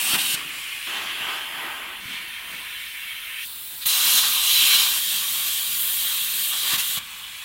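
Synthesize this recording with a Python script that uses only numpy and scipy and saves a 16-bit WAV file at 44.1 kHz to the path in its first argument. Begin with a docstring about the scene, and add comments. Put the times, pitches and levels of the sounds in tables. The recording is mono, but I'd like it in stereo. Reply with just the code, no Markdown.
"""A cutting arc hisses and fizzes and goes out with a thump; compressed air blows on while the torch head moves,
then the arc strikes again, pierces the steel plate, cuts and stops. The jet is turbulent noise in five registers,
coloured and levelled by what the torch does: it roars on plate, sings in the kerf, hisses at the nozzle.
Blown resonances whistle in the hole, damped pushes thump, and workshop rumble with a drive hum lies below."""
import sys
import numpy as np
from scipy import signal
from scipy.fft import rfft, irfft, next_fast_len
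from scipy.io import wavfile
from scipy.ndimage import uniform_filter1d, map_coordinates

SR = 44100
rng = np.random.default_rng(int(sys.argv[2]) if len(sys.argv) > 2 else 0)


def unload_audio(sound):
    """Save the sound as a 16-bit wav file, at the path given as the first command line argument."""
    columns = np.transpose(np.atleast_2d(sound))
    # keep every value between -1 and 1, then stretch to whole-number steps
    steps = np.round(np.clip(columns, -1, 1) * 32767)
    wavfile.write(sys.argv[1], SR, steps.astype(np.int16))


N = 328104

# torch stances in order: spectrum_name, start_s, end_s
STANCES = [("TRAIL", 0, .352), ("OVER_CUT", .352, .87), ("AIR", .87, 2), ("HOVER", 2, 3.45),
           ("OPEN", 3.45, 3.857), ("PIERCE", 3.857, 4.99), ("ARC", 4.99, 6.988), ("AFTER", 6.988, 9)]
# register levels per stance, a first and a last row: rumble_db, plate_roar_db, kerf_db, spatter_fizz_db, nozzle_hiss_db
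STANCE_LEVELS = dict( TRAIL=[(-53, -41, -29, -32.5, -27), (-52.5, -41, -31.5, -35.5, -27.5)],
                 OVER_CUT=[(-52.5, -43, -37.5, -48, -42.5), (-68, -53, -34.5, -46, -41.5)],
                 AIR=[(-57.5, -39.5, -33, -44, -41.5), (-59, -45.5, -37.5, -63, -43.5)],
                 HOVER=[(-55, -47.5, -38, -51, -45.5), (-74, -55.5, -36, -51.5, -39.5)],
                 OPEN=[(-59, -57.5, -43, -54.5, -34), (-68, -58, -45.5, -50.5, -34)],
                 PIERCE=[(-58.5, -39, -26, -29.5, -22.5), (-58.5, -39.5, -29, -32.5, -25.5)],
                 ARC=[(-60, -48.5, -31.5, -38, -25.5), (-59.5, -46.5, -33, -41, -26.5)],
                 AFTER=[(-63, -51.5, -41, -52, -43), (-69, -51.5, -40.5, -49, -42.5)])
# edges between the five registers: edge_hz
REGISTER_EDGES_HZ = [350, 1600, 4500, 8000]
# random wander of each register: wander_db
WANDER_DB = [2.8, 1.47, 0.38, 1.2, 0.32]
# jet swells or dips (meets plate, backs up in the hole, flares):
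# peak_s, rise_s, fall_s, roar_db, kerf_db, fizz_db, hiss_db
SWELLS = [(.145, .025, .025, 2, 3.5, 0, 0.5), (.15, 0.053, .13, 5.5, 5, 1, 1.5),
          (.35, .02, 0.12, 3.5, 4, 5.5, 0), (.96, 0.071, 0.15, 3.5, 2, 1, 0),
          (1.1, .08, .08, 0.5, 2.5, 0.5, 0), (1.3, 0.16, 0.18, 7, 3.5, 3, 1),
          (1.63, 0.22, 0.23, 8.5, 1.5, 1, 2.5), (2.14, .1, 0.11, 1, 3.5, 4, -1),
          (2.42, .04, 0.22, 4, -0.5, -1, 0), (3.44, .07, .05, -4, 0, 6, 4),
          (3.83, 0.031, 0.034, -1, 13, 1, 2), (3.871, 0.013, 0.018, 0, -3, -11, 7),
          (4.17, 0.16, 0.067, 3.5, 2.5, 4, 3), (4.187, 0.014, .015, 6, 6, 3, 2),
          (4.24, 0.018, 0.058, 7.5, 2, 1.5, -1), (4.54, 0.11, .06, 1, 1.5, 0.5, 0.5),
          (4.74, .35, 0.17, 5, 9, 6, 4.5), (5.15, .1, 0.18, 4, 2, 2, -1),
          (5.8, 0.043, 0.37, 1, -1.5, -4.5, 3), (6.14, .15, 0.13, 0.5, 2, 1, 0),
          (6.43, 0.1, 0.12, 1.5, 1.5, 0, 2), (6.54, .03, 0.036, 6, 2, 0, -3),
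          (6.6, 0.085, .1, 0.5, 3, 4, -2), (6.74, .12, 0.11, 11, 10, 8, 2.5),
          (6.8, 0.022, 0.027, 0, 3, 5, 1.5), (6.975, 0.024, 0.077, 10, 2, 2, -1.5)]
RUMBLE_PER_ROAR = 0.59  # share of a roar swell, in dB
# gas flow falters: centre_s, length_s, level_db
FALTERS = [(0.173, 0.02, -6), (4.778, 0.02, -2), (6.772, 0.015, -6.5)]

# spectra, relative density per Hz: freq_hz, density_db
# trailing arc
TRAIL_SPECTRUM = [(76, -38), (130, -10), (252, -5.5), (440, -25.5), (1000, -15), (1430, -16.5), (2230, -10),
                  (2750, -2), (3200, -2), (3500, -8), (4960, -14), (6830, -18), (8510, -12), (15500, -13.5)]
# air over the fresh cut
OVER_CUT_SPECTRUM = [(76, -56), (130, -23), (300, -19), (477, -23.5), (1110, -8.5), (1600, -14),
                     (2100, -8.5), (2600, -2.5), (3250, -6.5), (3700, -13.5), (4670, -18), (6500, -22),
                     (10400, -14), (15500, -16)]
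# air sweeping across plate
AIR_SPECTRUM = [(76, -43), (130, -16), (280, -10.5), (487, -17.5), (1020, -6), (1750, -9.5), (3190, 0),
                (3750, -12), (5700, -19.5), (8500, -21.5), (11000, -15.5), (14500, -19.5), (15500, -19)]
# air from the waiting torch
HOVER_SPECTRUM = [(76, -35), (180, -8), (500, -21.5), (800, -14.5), (1020, -8.5), (1620, -11), (2320, -3.5),
                  (3260, -4.5), (3600, -10.5), (4100, -12.5), (4500, -18), (7390, -22.5), (9030, -14),
                  (13700, -9.5), (15500, -11.5)]
# air in the open
OPEN_SPECTRUM = [(59, -42), (100, -24), (146, -28), (270, -24), (576, -28), (861, -17), (2130, -19.5),
                 (3610, -8), (6000, -19.5), (9150, -13), (15500, -7)]
# piercing arc
PIERCE_SPECTRUM = [(59, -58), (100, -28), (270, -28), (477, -32), (1180, -12.5), (1310, -17.5), (1840, -18),
                   (3120, 0.5), (4020, -6), (4460, -8), (8060, -9.5), (12800, -2.5), (15500, -6)]
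# cutting arc
ARC_SPECTRUM = [(59, -54), (100, -33), (156, -17.5), (411, -27), (640, -19), (1180, -10), (1340, -14),
                (2130, -12.5), (3250, -1), (5280, -10), (11300, -7), (13400, -2.5), (15500, -6)]
# cooling air through the kerf
AFTER_SPECTRUM = [(76, -53), (130, -24), (407, -30.5), (787, -17), (1130, -9.5), (1250, -13), (1550, -13.5),
                  (1820, -15), (2410, -5.5), (2890, -7.5), (3190, -5), (5260, -22.5), (15500, -18)]
# workshop rumble
SHOP_SPECTRUM = [(15, -35), (25, -8.5), (54, -2), (124, -9.5), (140, -5.5), (180, -34), (310, -120)]

# resonances of the pierced hole: centre_hz, width_hz, relative_db
HOLE_MODES = [(1130, 80, -30), (1500, 46, -20), (2710, 30, -10), (3310, 64, -10), (3550, 80, -12),
              (3993, 114, 4.5), (4000, 90, -22)]
# resonances of the open kerf: centre_hz, width_hz, over_roar_db
KERF_MODES = [(1154, 100, -6), (1480, 30, -18), (3190, 230, -16.5)]
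# pressure steps: start_s, relative_db, boom_hz, relative_snap_db
THUMPS = [(.137, -26.5, 182, 0), (.340, -33.5, 169, 10), (.869, -46, 253, 13), (1.209, -39, 252, 19),
          (2.055, -36.5, 124, -12), (3.858, -36, 140, 0), (4.234, -44, 200, 12), (4.529, -44, 80, 6),
          (4.749, -40, 182, 8), (6.734, -28, 190, 9), (6.776, -41, 150, -6), (6.974, -35.5, 152, 15)]

# port balance: freq_hz, left_over_right_db
PORT_BALANCE = [(400, -0.5), (1300, -1), (2000, -3.5), (3000, -10.5), (4000, -8.5), (4800, 2.5), (6200, 1),
                (8000, -4.5), (10000, -11.5), (13000, -10), (14600, -17), (15400, -28)]
# likeness of the turbulence at the two ports: freq_hz, likeness_0_to_1
PORT_LIKENESS = [(60, 0.9), (130, 1), (290, 1), (640, 0.47), (1200, 0.97), (1900, 0.29), (3100, 0.86),
                 (5000, 0.21), (8000, 0), (15000, 0.5)]
# phase lead of the left port: freq_hz, lead_rad
PORT_LEAD = [(1900, -0.5), (2500, 1.5), (3200, 1.73), (4400, 2.5), (6000, 4), (8000, 5), (15500, 12.5)]

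TOP_HZ = 15850
# upper registers, left over right; the balance swings left once
PAN_DB, SWING_DB, SWING_FROM_S, SWING_TO_S, SWING_RAMP_S = -2, 3.3, 1.47, 2.05, 0.23
# WHISTLE_GROWTH: whistle dB per dB of kerf swell
WHISTLE_DB, WHISTLE_GROWTH, WHISTLE_FROM_S, WHISTLE_TO_S, WHISTLE_FADE_S = -35, 1.6, 3.87, 4.82, 0.17
# thin tone arching as the arc dies
GLIDE_FROM_S, GLIDE_TOP_S, GLIDE_TO_S = .185, .235, .34
GLIDE_HZ, GLIDE_TOP_HZ, GLIDE_DB, GLIDE_SAG_DB = 3640, 3820, -30, 10
SHOP_DB = -63
# table drive
HUM_HZ, HUM_FROM_S, HUM_TO_S, HUM_RAMP_S, HUM_DB = 72, 5.2, 6.15, .12, -61


def jet(swells_db):
    """Gas jet: turbulence in five registers, coloured, levelled and echoed anew for each torch stance."""
    noise, flow, surge = eddies(patchy_db=1.5, flutter_db=0.12), faltering(), wobble(14)
    gains = [amp(db + 0.21 * surge + wander_db * wobble(9)) for db, wander_db in zip(swells_db, WANDER_DB)]
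    balance_db = PAN_DB + SWING_DB * gate(SWING_FROM_S, SWING_TO_S, SWING_RAMP_S)
    pan = amp(np.outer([.5, -.5], balance_db))
    gains[2:] = [gain * flow * pan for gain in gains[2:]]  # lapses and pan spare the rumble and roar
    spectra = dict(TRAIL=TRAIL_SPECTRUM, OVER_CUT=OVER_CUT_SPECTRUM, AIR=AIR_SPECTRUM, HOVER=HOVER_SPECTRUM,
                   OPEN=OPEN_SPECTRUM, PIERCE=PIERCE_SPECTRUM, ARC=ARC_SPECTRUM, AFTER=AFTER_SPECTRUM)
    # hole and kerf lift their own tones out of the roar
    hole = lambda hz: 1 + amp(-1.5) * modes(HOLE_MODES)(hz)
    kerf = lambda hz: 1 + modes(KERF_MODES)(hz)
    rings = dict(PIERCE=hole, ARC=kerf, AFTER=kerf)
    out, fade_s, margin = np.zeros((2, N)), .006, SR // 10
    for stance, start_s, end_s in STANCES:
        first = max(round(start_s * SR) - margin, 0)
        span = slice(first, min(round(end_s * SR) + margin, N))
        t = np.arange(N)[span] / SR
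        since_start = t - start_s + fade_s * (start_s == 0)  # no fade-in at time 0
        share = np.clip(.5 + np.minimum(since_start, end_s - t) / fade_s, 0, 1)
        ring = rings.get(stance, lambda hz: 1)
        parts = registers(filtered(noise[:, span], ring), spectra[stance])
        drift_s = [start_s, min(end_s, N / SR)]
        drifts_db = [np.interp(t, drift_s, ends_db) for ends_db in np.transpose(STANCE_LEVELS[stance])]
        blast = sum(amp(db) * gain[..., span] * part for db, gain, part in zip(drifts_db, gains, parts))
        out[:, span] += echoes(share * blast, wet_db=-11, t60_s=0.074)
    return out


def eddies(patchy_db, flutter_db):
    """Turbulence at two ports: patchy white noise, partly shared, with a phase lead."""
    cells = signal.stft(rng.standard_normal((2, N)), nperseg=512)[2]
    patches = uniform_filter1d(rng.standard_normal(cells.shape[1:]), size=4, axis=0)
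    patches = uniform_filter1d(patches, size=10, axis=1)
    pair = signal.istft(cells * amp(patchy_db * unit(patches)), nperseg=512)[1][:, :N]
    pair = pair * amp(flutter_db * wobble(150))
    # a + b and a - b correlate by the cosine of twice this angle
    angle = lambda hz: np.arccos(np.clip(along(PORT_LIKENESS, hz), -1, 1)) / 2
    a, b = filtered(pair, lambda hz: np.array([np.cos(angle(hz)), np.sin(angle(hz))]))
    lead = lambda hz: np.exp(.5j * np.outer([1, -1], along(PORT_LEAD, hz)))
    return filtered(np.array([a + b, a - b]), lead)


def registers(noise, spectrum):
    """A spectrum parted into five smooth-edged registers, each at rms 1."""
    low_hz = np.array([1e-3, *REGISTER_EDGES_HZ])[:, None, None]
    high_hz = np.array([*REGISTER_EDGES_HZ, SR])[:, None, None]
    slope = 12
    bands = lambda hz: 1 / np.sqrt((1 + (low_hz / (hz + 1)) ** slope) * (1 + (hz / high_hz) ** slope))
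    colour = lambda hz: amp(along(spectrum, np.minimum(hz, TOP_HZ - 500)))
    return [unit(part) for part in filtered(noise, lambda hz: colour(hz) * bands(hz))]


def echoes(x, wet_db, t60_s):
    """Plate, gantry and slats return dense short echoes, band-limited and different at each port."""
    t = np.arange(SR // 10) / SR
    colour = signal.butter(1, [900, 9000], "bandpass", fs=SR, output="sos")
    tail = signal.sosfilt(colour, rng.standard_normal((2, len(t)))) * amp(-60 * t / t60_s)
    tail = amp(wet_db) * np.pad(tail / np.linalg.norm(tail[0]), ((0, 0), (90, 0)))  # 90 samples late
    return x + signal.fftconvolve(x, tail, axes=1)[:, :x.shape[1]]


def faltering():
    """Gain of the gas flow with its short lapses."""
    t = np.arange(N) / SR
    return amp(sum(db * np.exp(-((t - s) / length_s * 2) ** 4) for s, length_s, db in FALTERS))


def swelling():
    """dB that the triangular swells add to each of the five registers."""
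    t = np.arange(N) / SR
    total_db = 0
    for s, rise_s, fall_s, *db in SWELLS:
        shape = np.interp(t, [s - abs(rise_s), s, s + abs(fall_s)], [0, 1, 0])
        total_db = total_db + np.outer(db, shape)
    roar_db, *rest_db = total_db
    return [RUMBLE_PER_ROAR * roar_db, roar_db, *rest_db]


def whistle(kerf_db):
    """The jet blows the hole's resonances during the pierce; a thin gliding sine sounds as the arc dies."""
    db = WHISTLE_DB + WHISTLE_GROWTH * kerf_db + 2.0 * wobble(20)
    on = gate(WHISTLE_FROM_S, SR, .03) * gate(-SR, WHISTLE_TO_S, WHISTLE_FADE_S)  # separate ramps in and out
    level = on * amp(db) * faltering()
    ringing = unit(filtered(eddies(patchy_db=1.0, flutter_db=-0.5), modes(HOLE_MODES)))
    blown = level * ringing * amp([[-6], [0]])  # the hole faces the right port
    hz, sag = curves([(GLIDE_FROM_S, GLIDE_HZ, 0), (GLIDE_TOP_S, GLIDE_TOP_HZ, 0), (GLIDE_TO_S, GLIDE_HZ, 1)])
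    tone_db = GLIDE_DB - GLIDE_SAG_DB * sag + 1.5 * wobble(40)
    tone = gate(GLIDE_FROM_S, GLIDE_TO_S, .015) * amp(tone_db)
    return blown + tone * np.sin(2 * np.pi * np.cumsum(hz + 25 * wobble(204)) / SR)


def thumps():
    """Pressure steps: one low damped push, a rumbling puff and a short noisy snap."""
    out, t = np.zeros(N + SR), np.arange(SR // 8) / SR
    low = signal.butter(2, [60, 250], "bandpass", fs=SR, output="sos")
    mid = signal.butter(2, [500, 2600], "bandpass", fs=SR, output="sos")
    noises = rng.standard_normal((len(THUMPS), 2, len(t)))
    for (s, db, boom_hz, snap_db), noise in zip(THUMPS, noises):
        boom = np.sin(2 * np.pi * boom_hz * t) * amp(-60 * t / 0.037) * (1 - np.exp(-t / 0.001))
        puff = unit(signal.sosfilt(low, noise[0])) * amp(-18.5 - 60 * t / 0.23)
        snap = unit(signal.sosfilt(mid, noise[1])) * amp(snap_db - 15 - 60 * t / 0.029)
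        out[round(s * SR):][:len(t)] += amp(db + 3.5) * (boom + puff + snap)
    return out[:N]


def shop():
    """Steady noise rumble of the hall and the wavering sine hum of the table's drive."""
    colour = lambda hz: amp(along(SHOP_SPECTRUM, hz)) * (hz < 300)
    rumble = unit(filtered(rng.standard_normal(N), colour))
    hum = np.sin(2 * np.pi * np.cumsum(HUM_HZ + 0.87 * wobble(4.1)) / SR)
    hum_gain = gate(HUM_FROM_S, HUM_TO_S, HUM_RAMP_S) * amp(HUM_DB + 1.2 * wobble(5))
    return amp(SHOP_DB) * rumble + hum_gain * hum


def amp(db):
    """Gain of a level in dB."""
    return 10 ** (np.asarray(db) / 20)


def unit(x):
    """x at rms 1."""
    return x / np.sqrt(np.mean(x ** 2) + 1e-20)


def along(points, hz):
    """Interpolates (freq_hz, value) points on a log frequency axis."""
    f, v = np.transpose(points)
    return np.interp(np.log(hz + 1), np.log(f + 1), v)


def curves(rows):
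    """One value per sample for each column after the time in s."""
    s, *cols = np.transpose(rows)
    return [np.interp(np.arange(N) / SR, s, c) for c in cols]


def wobble(rate_hz):
    """A smooth random curve with rate_hz knots a second."""
    knots = rng.standard_normal(int(N * rate_hz / SR) + 4)
    return map_coordinates(knots, [np.arange(N) * rate_hz / SR])


def gate(start_s, end_s, ramp_s):
    """0 to 1 and back, with straight ramps centred on start and end."""
    t = np.arange(N) / SR
    return np.clip(.5 + np.minimum(t - start_s, end_s - t) / ramp_s, 0, 1)


def filtered(x, response):
    """x filtered by a real or complex response of frequency in Hz."""
    m = next_fast_len(x.shape[-1] + 8192)
    return irfft(rfft(x, m) * response(np.fft.rfftfreq(m, 1 / SR)), m)[..., :x.shape[-1]]


def modes(table):
    """Summed magnitude response of narrow resonances."""
    return lambda f: sum(amp(db) * (f * width) ** 2 / ((centre * centre - f * f) ** 2 + (f * width) ** 2)
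                         for centre, width, db in table)


def scene():
    """Jet, whistle, thumps and workshop."""
    swells_db = swelling()
    return jet(swells_db) + whistle(swells_db[2]) + thumps() + shop()


def ports(hz):
    """Two ports facing different ways share the sound unevenly."""
    left = amp(along(PORT_BALANCE, hz))
    pair = np.array([left, np.ones_like(left)])
    return pair * 2 / np.sqrt(1 + left ** 2 + 2 * left * (hz < 1500))  # adds as amplitude below 1500 Hz


def record(dry):
    """Port colour, full-scale clipping and the band limit."""
    clipped = np.clip(filtered(dry, ports), -1, 1)
    return filtered(clipped, lambda hz: hz < TOP_HZ)


dry = scene()
out = record(dry)
unload_audio(out)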